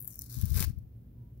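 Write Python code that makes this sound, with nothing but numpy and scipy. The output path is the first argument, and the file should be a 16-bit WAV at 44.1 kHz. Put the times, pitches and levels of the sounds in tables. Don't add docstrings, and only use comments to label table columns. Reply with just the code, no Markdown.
import sys
import numpy as np
from scipy import signal
from scipy.io import wavfile
from scipy.ndimage import uniform_filter1d

SR = 44100
rng = np.random.default_rng(int(sys.argv[2]) if len(sys.argv) > 2 else 0)


def natural_amplitude(level_db):
    exponent = np.asarray(level_db, float) / 20
    return 10 ** exponent


def generate_wav(sig):
    pcm = np.round(np.clip(np.atleast_2d(sig).T, -1, 1) * 32767).astype(np.int16)
    wavfile.write(sys.argv[1], SR, pcm)


N = 61739

# (frequency [Hz], level [dB per Hz])
AIR_SPECTRUM = [(20, -38.5), (45, -14.5), (125, -10.5), (400, -30), (1000, -50.5), (2500, -56.5),
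                (8500, -67), (15500, -47.5)]
# (frequency [Hz], likeness [0-1])
AIR_LIKENESS = [(60, 1), (130, 0.83), (290, 0.9), (640, 0), (1400, 0), (15000, 0)]
# (frequency [Hz], level [dB rms], width [Hz])
HUM_LINES = [(59, -57, 24), (117.1, -51.5, 13.3), (241.24, -69, 4.4)]
# (time [s], crackle level [dB], lowest pitch the flap radiates [Hz])
PULL = [(0, -57.5, 9700), (.07, -51, 7570), (0.129, -51.5, 5860), (.2, -56, 5930), (0.217, -51.5, 4290),
        (0.282, -54, 4300), (0.332, -46, 3980), (.42, -48, 2780), (.5, -49, 2780), (0.537, -48, 2850),
        (0.546, -40, 2250), (.566, -40, 1906), (.578, -36, 950), (.62, -35.5, 800), (0.646, -35.5, 765),
        (0.656, -55.5, 670), (0.698, -57, 695), (.73, -71, 720), (0.862, -89.5, 688)]
# (time [s], peak [dB], pitch [Hz], length [ms])
FIBRE_SNAPS = [(.0022, -29, 14500, .3), (.0057, -23, 14600, .3), (.0152, -30, 15000, .4),
               (.0246, -29, 14500, .7), (.0344, -28, 14000, .7), (.0463, -27, 14500, .4),
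               (.0538, -30, 13000, .5), (.0765, -22, 15000, .6), (.0836, -30, 15000, .9),
               (.1046, -35, 12000, .6), (.134, -33, 11000, .5), (.1568, -28, 15000, .4),
               (.1913, -19, 13500, .35), (.2122, -30, 9800, .7), (.2195, -21, 12000, .35),
               (.241, -32, 12000, .4), (.3256, -31, 15000, .6), (.368, -30, 14300, .5),
               (.4134, -25, 14400, .5), (.4553, -26, 15000, .5), (.5037, -27, 14600, .5),
               (.5431, -27, 14000, 1), (.5628, -23, 12400, .3), (.5695, -22, 14500, .7),
               (.5952, -14, 15000, .4), (.6037, -10, 11500, .35), (.6058, -16, 9000, 1.3),
               (.6408, -18, 13000, 1.5), (.787, -45, 14000, .5), (1.376, -53, 15200, .4)]
# (frequency [Hz], level [dB])
PAPER_COLOUR = [(500, -40), (900, -50.5), (2000, -12), (3200, -15), (5000, -5), (8000, -10.5),
                (12000, -2.5), (15500, -2)]
# (frequency [Hz], level [dB])
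RIGHT_SHADOW = [(500, -3), (2000, -6), (5000, -10), (12000, -12)]
# (frequency [Hz], width [Hz], level [dB])
CARD_MODES = [(433, 160, -2.5), (821, 200, -0.5), (1310, 620, -7), (1927, 83, -28)]
# (frequency [Hz], t60 [s])
ROOM_DECAY = [(500, 0.095), (4000, .22), (12000, 0.096)]
# (centre [s], peak [dB], flutter [Hz], length [s])
GUSTS = [(0.377, -27, 120, 0.021), (0.396, -28, 55.3, 0.037), (0.441, -15.5, 88.8, 0.021),
         (0.478, -29.5, 79, 0.068), (0.52, -18, 69.5, 0.041), (0.562, -17.5, 76.6, 0.028),
         (0.6, -23.5, 110, 0.05), (0.609, -17.5, 105, 0.0091), (0.635, -25, 90, 0.033),
         (0.677, -21.5, 65.6, 0.039), (0.703, -22, 100, 0.013), (0.738, -34, 70, 0.013),
         (.78, -27.5, 80, 0.027), (0.837, -44, 48.8, 0.047)]

AIR_DB = -54.5
FIBRES_PER_S, SPREAD_DB, CLUMP_DB, SMEAR_T60_S = 5500, 4, 2.5, 0.0019
ALIKE = 0.6
SNAP_DB, SNAP_SPIKE_DB, SNAP_RING_DB, SNAP_WIDTH_HZ = 0.5, 6.5, 8, 5000
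FLAP_SLOPE_DB_PER_OCT, FLAP_FLOOR_DB = 39, -20
CARD_DB, CARD_LEAST_DB, CARD_PAN_DB = -8.5, -13, 5.5
CARD_FULL_HZ, CARD_SLOPE_DB = 927, 2.5
CARD_SNAP_DB, CARD_RUB_DB = -7.5, 1
RIGHT_LAG_S = 0.00055
HANDS_LEFT_DB, HANDS_RIGHT_DB, HANDS_T60_S = -9, -1, 0.012
ROOM_DB = -13
GUST_WOBBLE, GUST_SECOND_DB, GUST_ROAR_DB, ROAR_HZ = 0.1, -16, -14.5, 185.2
WHINE_START_S, WHINE_LENGTH_S = 1.13, 0.21
WHINE_HZ, WHINE_DB, WHINE_WAVER_HZ = 968, -82, 14
EDGE_HZ = 15800


def evened(x):
    return x / np.sqrt(np.mean(x ** 2) + 1e-20)


def wander(size):
    once = uniform_filter1d(rng.standard_normal(N), size=size)
    return evened(uniform_filter1d(once, size=size))


def read(points, hz):
    f, value = np.transpose(points)
    return np.interp(np.log(hz + 1), np.log(f + 1), value)


def colour(x, db_of):
    hz, t, z = signal.stft(x, SR, nperseg=128, noverlap=96)
    z = z * natural_amplitude(db_of(hz[:, None], t[None]))
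    return signal.istft(z, SR, nperseg=128, noverlap=96)[1][..., :N]


def resonate(x, hz, width_hz):
    turn = np.exp(2j * np.pi * hz * np.arange(len(x)) / SR)
    r = np.exp(-np.pi * width_hz / SR)
    return 2 * (turn * signal.lfilter([1 - r], [1, -r], x / turn)).real


def late(x, s):
    return np.concatenate([np.zeros(round(s * SR)), x])[:N]


def air():
    frames, hz = N // 512 + 5, np.fft.rfftfreq(2048, 1 / SR)
    a, b, c, d = rng.standard_normal((frames, 1025, 4)).T
    same = np.clip(read(AIR_LIKENESS, hz), -1, 1)[:, None]
    left = a + 1j * b
    right = same * left + np.sqrt(1 - same ** 2) * (c + 1j * d)
    z = np.array([left, right]) * natural_amplitude(read(AIR_SPECTRUM, hz))[:, None]
    return natural_amplitude(AIR_DB) * evened(signal.istft(z, nperseg=2048, noverlap=1536)[1][:, :N])


def hum():
    out = np.zeros(N)
    for hz, db, width_hz in HUM_LINES:
        once = resonate(rng.standard_normal(N), hz, width_hz)
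        out += natural_amplitude(db) * evened(resonate(once, hz, width_hz))
    return out


def pull_gain():
    s, db, _ = np.transpose(PULL)
    return natural_amplitude(np.interp(np.arange(N) / SR, s, db))


def crackle():
    torn = rng.random(N) < FIBRES_PER_S / SR
    size = torn * natural_amplitude(SPREAD_DB * np.minimum(rng.exponential(1, N), 5))
    tick = natural_amplitude(-60 * np.arange(200) / SR / SMEAR_T60_S)
    envelope = np.sqrt(np.abs(signal.oaconvolve(size ** 2, tick)[:N]))
    left, own = rng.standard_normal((2, N))
    noise = np.array([left, ALIKE * left + np.sqrt(1 - ALIKE ** 2) * own])
    return evened(envelope * noise * natural_amplitude(CLUMP_DB * wander(120))) * pull_gain()


def snaps():
    out, t = np.zeros(N + 900), np.arange(900) / SR
    for s, db, hz, ms in FIBRE_SNAPS:
        noise, spike = rng.standard_normal((2, 900))
        u = 1000 * t / np.clip(ms, 0.2, 3)
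        burst = noise * natural_amplitude(SNAP_SPIKE_DB * spike) * np.sqrt(u) * np.exp(-u)
        burst = burst + natural_amplitude(SNAP_RING_DB) * 2 * resonate(burst, hz, SNAP_WIDTH_HZ)
        out[round(s * SR):][:900] += natural_amplitude(db + SNAP_DB) * burst / np.abs(burst).max()
    return out[:N]


def sticker(tearing):
    s, _, flap_hz = np.transpose(PULL)

    def paper_db(hz, t):
        octaves = np.log2((hz + 1) / np.interp(t, s, flap_hz))
        return read(PAPER_COLOUR, hz) + np.clip(FLAP_SLOPE_DB_PER_OCT * octaves, FLAP_FLOOR_DB, 0)
    return colour(tearing, paper_db)


def card(tearing):
    s, _, flap_hz = np.transpose(PULL)
    pitch_hz = np.interp(np.arange(N) / SR, s, flap_hz)
    octaves = np.maximum(np.log2(pitch_hz / CARD_FULL_HZ), 0)
    drive = tearing * natural_amplitude(CARD_DB + np.maximum(-CARD_SLOPE_DB * octaves ** 2, CARD_LEAST_DB))
    return sum(natural_amplitude(db) * resonate(drive, hz, width_hz) for hz, width_hz, db in CARD_MODES)


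def scattered(x, db):
    decay = natural_amplitude(-60 * np.arange(600) / SR / HANDS_T60_S)
    echoes = rng.standard_normal(600) * (rng.random(600) < 0.3) * decay
    echoes[:12] = 0
    return x + natural_amplitude(db) * signal.oaconvolve(x, echoes / np.linalg.norm(echoes))[:N]


def room(x):
    n = SR // 2
    taps = rng.standard_normal((2, n)) * (rng.random((2, n)) < 0.1) * (np.arange(n) > 100)
    tail = colour(taps, lambda hz, t: -60 * t / read(ROOM_DECAY, hz))
    return signal.fftconvolve(x[None], tail / np.linalg.norm(tail[0]), axes=1)[:, :N]


def draught():
    t, out, swell = np.arange(N) / SR, np.zeros(N), np.zeros(N)
    wobble_s = GUST_WOBBLE * np.cumsum(wander(300)) / SR
    for s, db, hz, length_s in GUSTS:
        shape = natural_amplitude(db) * np.exp(-(2 * (t - s) / length_s) ** 2)
        angle = 2 * np.pi * (rng.random() + hz * (t - s + wobble_s))
        out += shape * (np.cos(angle) + natural_amplitude(GUST_SECOND_DB) * np.cos(2 * angle))
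        swell += shape
    low_pass = signal.butter(4, ROAR_HZ, fs=SR, output="sos")
    roar = evened(signal.sosfilt(low_pass, rng.standard_normal(N)))
    return out + natural_amplitude(GUST_ROAR_DB) * swell * roar


def whine():
    u = np.clip((np.arange(N) / SR - WHINE_START_S) / WHINE_LENGTH_S, 0, 1)
    hz = WHINE_HZ + WHINE_WAVER_HZ * wander(600)
    tone = np.sin(2 * np.pi * np.cumsum(hz) / SR)
    return natural_amplitude(WHINE_DB) * np.sqrt(np.abs(np.sin(np.pi * u))) * tone


def scene():
    fibres, big = crackle(), snaps()
    left, right = sticker(fibres + big)
    rub = natural_amplitude(CARD_RUB_DB) * pull_gain() * rng.standard_normal(N)
    body = card(fibres[0] + natural_amplitude(CARD_SNAP_DB) * big + rub)
    right = colour(late(right, RIGHT_LAG_S), lambda hz, t: read(RIGHT_SHADOW, hz) + 0 * t)
    near_left = scattered(left + body, HANDS_LEFT_DB)
    near_right = scattered(right + natural_amplitude(-CARD_PAN_DB) * body, HANDS_RIGHT_DB)
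    wet = natural_amplitude(ROOM_DB) * room(left + body) * natural_amplitude([[0], [-3]])
    peel = natural_amplitude(7.5) * (np.array([near_left, near_right]) + wet)
    return air() + hum() + peel + draught() * [[1], [0]] + whine()


def roll_off(x):
    return signal.sosfilt(signal.butter(12, 16980, fs=SR, output="sos"), x)


def record(dry):
    low_pass = signal.firwin(511, EDGE_HZ, window=("kaiser", 5), fs=SR)
    mix = signal.oaconvolve(dry, low_pass[None], "same")
    return roll_off(mix)


dry = scene()
out = record(dry)
generate_wav(out)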